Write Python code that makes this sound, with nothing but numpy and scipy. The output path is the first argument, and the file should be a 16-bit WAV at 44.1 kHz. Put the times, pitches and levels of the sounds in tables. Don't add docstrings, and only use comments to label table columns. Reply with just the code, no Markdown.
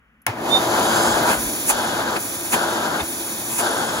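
import sys
import numpy as np
from scipy import signal
from scipy.fft import rfft, irfft
from scipy.io import wavfile

SR = 44100
rng = np.random.default_rng(int(sys.argv[2]) if len(sys.argv) > 2 else 0)


def unload_wav(signal):
    wavfile.write(
        sys.argv[1],
        SR,
        np.round(np.clip(np.atleast_2d(signal).T, -1, 1) * 32767).astype(np.int16),
    )


N = 176400

# (sealed at [s], closing time [s], lifted at [s], opening time [s], leak gain [dB])
PALM_SEALS = [(1.355, .1, 1.703, .02, 2.5), (2.183, .04, 2.538, .025, 0), (3.025, .06, 3.6, .06, 0)]
# (time [s], frequency [Hz])
FAN_PITCH = [(.265, 490), (.42, 5000), (.56, 7280), (.75, 8620), (1.0, 9020), (1.15, 9240), (1.69, 10040),
             (1.78, 9930), (1.92, 9400), (2.17, 9160), (2.53, 10120), (2.66, 9780), (3.0, 9310),
             (3.58, 10270), (3.72, 9910), (3.85, 9440), (4.0, 9370)]
# (time [s], upper line [dB], lower lines [dB])
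WHINE_LEVELS = [(.3, -75, -75), (.68, -49, -45), (.85, -34, -35.5), (1.0, -27, -33), (1.13, -30.5, -33.5),
                (1.22, -48, -48), (1.68, -50, -52), (1.83, -36, -43), (2.05, -56, -50), (2.65, -39, -45),
                (3.0, -57, -50), (3.55, -52, -50), (3.67, -34.5, -40), (4.0, -44, -40)]
# (frequency ratio to the upper line, gain [dB])
LOWER_WHINE = [(.82, 0), (.72, -3.5), (.55, -5), (.36, -3)]
# (time [s], roar gain [dB], rush gain [dB])
ROAR_LOUDNESS = [(.265, -9, -51), (.35, -13.5, -18.5), (.5, 3, 0.5), (.67, 3, 3.5), (1.0, 5, 5.5),
                 (1.2, 3.5, 3.5), (1.3, 5.5, 5.5), (1.74, -0.5, 3.5), (2.1, 0, -0.5), (2.58, 0.5, 2),
                 (2.95, -.5, -0.5), (3.64, 0.5, 2.5), (4.0, -2.5, -0.5)]
# (time [s], gain [dB])
DRONE_LOUDNESS = [(.265, -1), (.4, 4), (.7, 5.5), (1.3, 7), (1.6, 4), (2.3, 2), (4.0, 2)]
# (time [s], rise [s], fall [s], body gain [dB], hiss gain [dB])
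JETS = [(1.32, .06, .04, -1, -5.5), (1.704, .022, .017, .5, 2), (2.168, .016, .014, -1.5, -13),
        (2.544, .023, .015, 4, -2), (3.003, .016, .017, -3, -16), (3.53, .04, .04, -14, -13),
        (3.6, .034, .026, -3, -4.5)]
# (time [s], half length [s], frequency [Hz], glide [Hz/s], level [dB])
PIPE_TONES = [(0.549, .031, 3615, 1100, -14.5), (1.28, .03, 960, 100, -24),
              (3.009, 0.006, 3630, 3.6, -28.5)]
# (time [s], half length [s], frequency [Hz], level [dB])
PULSES = [(.299, 0.015, 110, -27), (1.15, 0.019, 55, -41), (1.388, 0.021, 62, -37), (1.472, .02, 48, -37),
          (1.74, .018, 49.4, -43), (3.03, 0.013, 74.93, -32)]
# (frequency [Hz], width [Hz], boost [dB])
CANISTER_MODES = [(114, 14, 3.5), (225.3, 17, 5), (344.5, 24, 7.5), (427, 9.9, 3), (530.4, 16, 2),
                  (616, 28, 3.5), (780, 37, 2.5), (845, 8.9, 3), (983, 15, 5.5), (2514, 26, 7),
                  (3530, 39, -6), (4130, 210, -5), (5260, 110, 1), (6550, 140, -0.5)]
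# (frequency [Hz], level [dB], time to fall 60 dB [s])
CASING_MODES = [(870, -28, 0.21), (2546, -33, 0.1)]

# (frequency [Hz], spectral level [dB])
ROOM_SPECTRUM = [(20, -108), (55, -80.5), (110, -95), (240, -82), (350, -99), (900, -101), (1450, -91),
                 (3000, -101), (4000, -122)]
TICK_SPECTRUM = [(3000, -115), (8000, -96), (11500, -78), (15000, -104)]
SNAP_SPECTRUM = [(400, -82), (900, -48), (2200, -41), (3600, -50.5), (5400, -53), (7400, -58), (11200, -47),
                 (13000, -59), (15800, -56)]
SNAP_BODY_SPECTRUM = [(60, -73), (220, -62), (900, -54.5), (2400, -56.5), (3500, -67), (11000, -80)]
HOUSING_SPECTRUM = [(25, -113), (60, -77), (120, -67.5), (170, -70.5), (235, -63), (330, -63), (420, -70),
                    (700, -67.5), (1100, -71.5), (1600, -71), (2800, -82.5), (6000, -93.5), (15000, -97)]
JET_BODY_SPECTRUM = [(60, -72), (250, -57.5), (500, -60), (960, -47.5), (1150, -55), (1500, -55),
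                     (1950, -57.5), (2450, -53.5), (2900, -57.5), (3700, -64), (4300, -62.5), (9000, -84)]
JET_HISS_SPECTRUM = [(2000, -98), (4500, -74.5), (7000, -55), (8200, -56), (9200, -51), (11500, -60),
                     (15800, -63)]
LEAK_SPECTRUM = [(1200, -89), (2000, -80.5), (2400, -71), (2800, -79), (3400, -71), (4650, -72),
                 (5250, -79), (5800, -68), (6300, -72.5), (7150, -67), (7650, -77), (8300, -75),
                 (9500, -64), (10600, -67.5), (12700, -71.5), (14000, -68.5), (15800, -72.5)]
HOLLOW_SPECTRUM = [(800, -110), (1330, -52.5), (1600, -52.5), (2600, -110)]
ROAR_SPECTRUM = [(25, -108), (70, -66.5), (120, -67.5), (170, -62), (230, -59), (420, -58.5), (560, -56.5),
                 (660, -54.5), (830, -53.5), (1080, -58), (1600, -63.5), (2000, -68.5), (5000, -91.5)]
RUSH_SPECTRUM = [(800, -91), (2200, -79), (2900, -70), (3300, -66), (4000, -67), (4700, -69.5),
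                 (5100, -74.5), (7100, -69.5), (8300, -81), (9700, -72), (10400, -73), (13000, -76),
                 (15800, -81)]

# (frequency [Hz], coherence [0-1])
COHERENCE = [(30, .92), (120, .98), (330, .975), (520, .88), (700, .48), (900, .62), (1100, .48),
             (1500, .8), (2000, .55), (2700, .8), (3600, .55), (5200, .2), (6500, .6), (7500, .75),
             (8400, .99), (9700, .8), (15600, .85)]
# (frequency [Hz], phase [rad])
LEFT_LEAD = [(30, 0), (300, .08), (560, .4), (800, -.7), (1050, 0), (1350, 1.5), (2100, 1.9), (2800, 2.7),
             (3400, 2.2), (4100, .4), (6000, -.1), (7400, -1.3), (8000, -2.9), (8900, -3.4), (10500, -6),
             (11600, -6.6), (12700, -9), (14200, -9.9), (15400, -12.4)]
# (frequency [Hz], level difference [dB])
BALANCE = [(30, 6), (300, -0.9), (600, 4), (800, 1.5), (1100, -1), (1500, 5.5), (2000, 0.5), (2600, -1.5),
           (3400, 1.5), (4200, -0.5), (5300, -5.5), (6800, -0.5), (8000, -1)]

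SWITCH_S, TICK_S = .265, .2175
TIME, FREQS = np.arange(N) / SR, np.fft.rfftfreq(N, 1 / SR)


def amp(db):
    return 10 ** (np.asarray(db) / 20)


def curve(table, column=1):
    columns = np.transpose(table)
    return np.interp(TIME, columns[0], columns[column])


def at_frequency(table, hz):
    points, values = np.transpose(table)
    return np.interp(np.log(hz + 1), np.log(points), values)


def wander(rate_hz):
    drift = irfft(rfft(rng.standard_normal(N)) * np.exp(-(FREQS / rate_hz) ** 2), N)
    return drift / drift.std()


def stereo_phase(hz, waver_hz=0):
    phase = 2 * np.pi * np.cumsum(hz + waver_hz) / SR
    return np.array([phase, phase - at_frequency(LEFT_LEAD, hz)])


def noise(spectrum, modes=CANISTER_MODES):
    left, independent = rng.standard_normal((2, len(FREQS))) + 1j * rng.standard_normal((2, len(FREQS)))
    coherence = np.clip(at_frequency(COHERENCE, FREQS), 0, 1)
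    right = coherence * left + np.sqrt(1 - coherence ** 2) * independent
    right *= np.exp(-1j * at_frequency(LEFT_LEAD, FREQS))
    db = at_frequency(spectrum, FREQS)
    db += sum(boost / (1 + (2 * (FREQS - hz) / width) ** 2) for hz, width, boost in modes)
    pan_db = at_frequency(BALANCE, FREQS) / 2
    return irfft(np.array([left * amp(db + pan_db), right * amp(db - pan_db)]), N) * np.sqrt(SR * N) / 2


def seals():
    return np.array([np.clip((TIME - on) / closing + .5, 0, 1) * np.clip((off - TIME) / opening + .5, 0, 1)
                     for on, closing, off, opening, _ in PALM_SEALS])


def room_tone():
    return noise(ROOM_SPECTRUM, modes=())


def reflections(sound, length=1500, decay_s=.019, low_cut_hz=604, gain_db=-13.5):
    taps = rng.standard_normal((2, length)) * (rng.random((2, length)) < .1)
    taps *= np.exp(-TIME[:length] / decay_s)
    taps = signal.sosfilt(signal.butter(2, low_cut_hz, "high", fs=SR, output="sos"), taps)
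    taps /= np.linalg.norm(taps, axis=1, keepdims=True)
    return amp(gain_db) * signal.oaconvolve(sound, taps, axes=1)[:, :N]


def switch():
    def burst(spectrum, at, fall_s, rise_s=.0013):
        age = np.maximum(TIME - at, 0)
        return noise(spectrum) * np.minimum(age / rise_s, 1) * np.exp(-age / fall_s)
    tick = burst(TICK_SPECTRUM, TICK_S, fall_s=.004)
    snap = burst(SNAP_SPECTRUM, SWITCH_S, fall_s=.0032)
    body = burst(SNAP_BODY_SPECTRUM, SWITCH_S, fall_s=.039)
    age = np.maximum(TIME - SWITCH_S, 0)
    ring = sum(amp(db - 60 * age / t60) * np.sin(2 * np.pi * hz * age) for hz, db, t60 in CASING_MODES)
    return tick + snap + body + ring


def thumps():
    pulses = 0
    for at, half, hz, db in PULSES:
        t = TIME - at
        pulses += amp(db) * np.exp(-(t / half) ** 2) * np.sin(2 * np.pi * hz * t)
    return np.sqrt(2) * pulses


def inlet_whistle(waver_hz=9, octave_db=-27, balance_db=-5.5):
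    tones = 0
    for at, half, hz, glide, db in PIPE_TONES:
        t = TIME - at
        phase = stereo_phase(hz + glide * t, waver_hz * wander(rate_hz=120))
        envelope = amp(db) * np.exp(-abs(t / half) ** 2.2)
        tones += envelope * (np.sin(phase) + amp(octave_db) * np.sin(2 * phase))
    return np.sqrt(2) * tones * amp([[balance_db / 2], [-balance_db / 2]])


def housing_drone():
    return noise(HOUSING_SPECTRUM) * amp(curve(DRONE_LOUDNESS))


def fan_whine(upper_width_hz=85, lower_width_hz=180):
    def line(hz, width_hz, db):
        phase = stereo_phase(hz)
        return amp(db) * (wander(width_hz) * np.sin(phase) + wander(width_hz) * np.cos(phase))
    pitch, lower_db = curve(FAN_PITCH), curve(WHINE_LEVELS, column=2)
    lower = sum(line(ratio * pitch, lower_width_hz, lower_db + db) for ratio, db in LOWER_WHINE)
    return line(pitch, upper_width_hz, curve(WHINE_LEVELS)) + lower


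def leak_hiss():
    gain = sum(seal * amp(leak_db) for seal, (*_, leak_db) in zip(seals(), PALM_SEALS))
    return noise(LEAK_SPECTRUM) * gain


def gap_jets(sealed, pinch_db=5):
    body = hiss = 0
    for at, rise, fall, body_db, hiss_db in JETS:
        swell = np.exp(-abs((TIME - at) / np.where(TIME < at, rise, fall)) ** 1.4)
        body += swell ** 1.8 * amp(body_db)
        hiss += swell * amp(hiss_db)
    hiss *= amp(pinch_db * (sealed - .5))
    return noise(JET_BODY_SPECTRUM) * body + noise(JET_HISS_SPECTRUM) * hiss


def eddies(flow, bands=7, lowest_hz=200, band_db=.68, overall_db=.5):
    octave = np.clip(np.log2((FREQS + 1) / lowest_hz), 0, bands - 1)
    spectrum, fluttering = rfft(flow), 0
    for k in range(bands):
        band = irfft(spectrum * np.maximum(1 - abs(octave - k), 0), N)
        fluttering += band * amp(band_db * wander(rate_hz=26))
    return fluttering * amp(overall_db * wander(rate_hz=24.7))


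def inlet_roar():
    pitch = curve(FAN_PITCH)
    hollow = noise(HOLLOW_SPECTRUM) * (pitch / pitch.max()) ** 4.5
    roar = (noise(ROAR_SPECTRUM) + hollow) * amp(curve(ROAR_LOUDNESS))
    rush = noise(RUSH_SPECTRUM) * amp(curve(ROAR_LOUDNESS, column=2))
    return roar + rush


def scene():
    running, sealed = TIME > SWITCH_S, seals().sum(0)
    airflow = (housing_drone() + leak_hiss() + inlet_roar() * (1 - sealed)) * running
    turbulence = eddies(airflow + gap_jets(sealed))
    cleaner = switch() + thumps() + inlet_whistle() + fan_whine() * running + turbulence
    return room_tone() + reflections(cleaner) + cleaner


def record(dry, cutoff_hz=15790):
    low_pass = signal.firwin(511, cutoff_hz, window=("kaiser", 9), fs=SR)
    return signal.oaconvolve(dry, low_pass[None], "same")


dry = scene()
out = record(dry)
unload_wav(out)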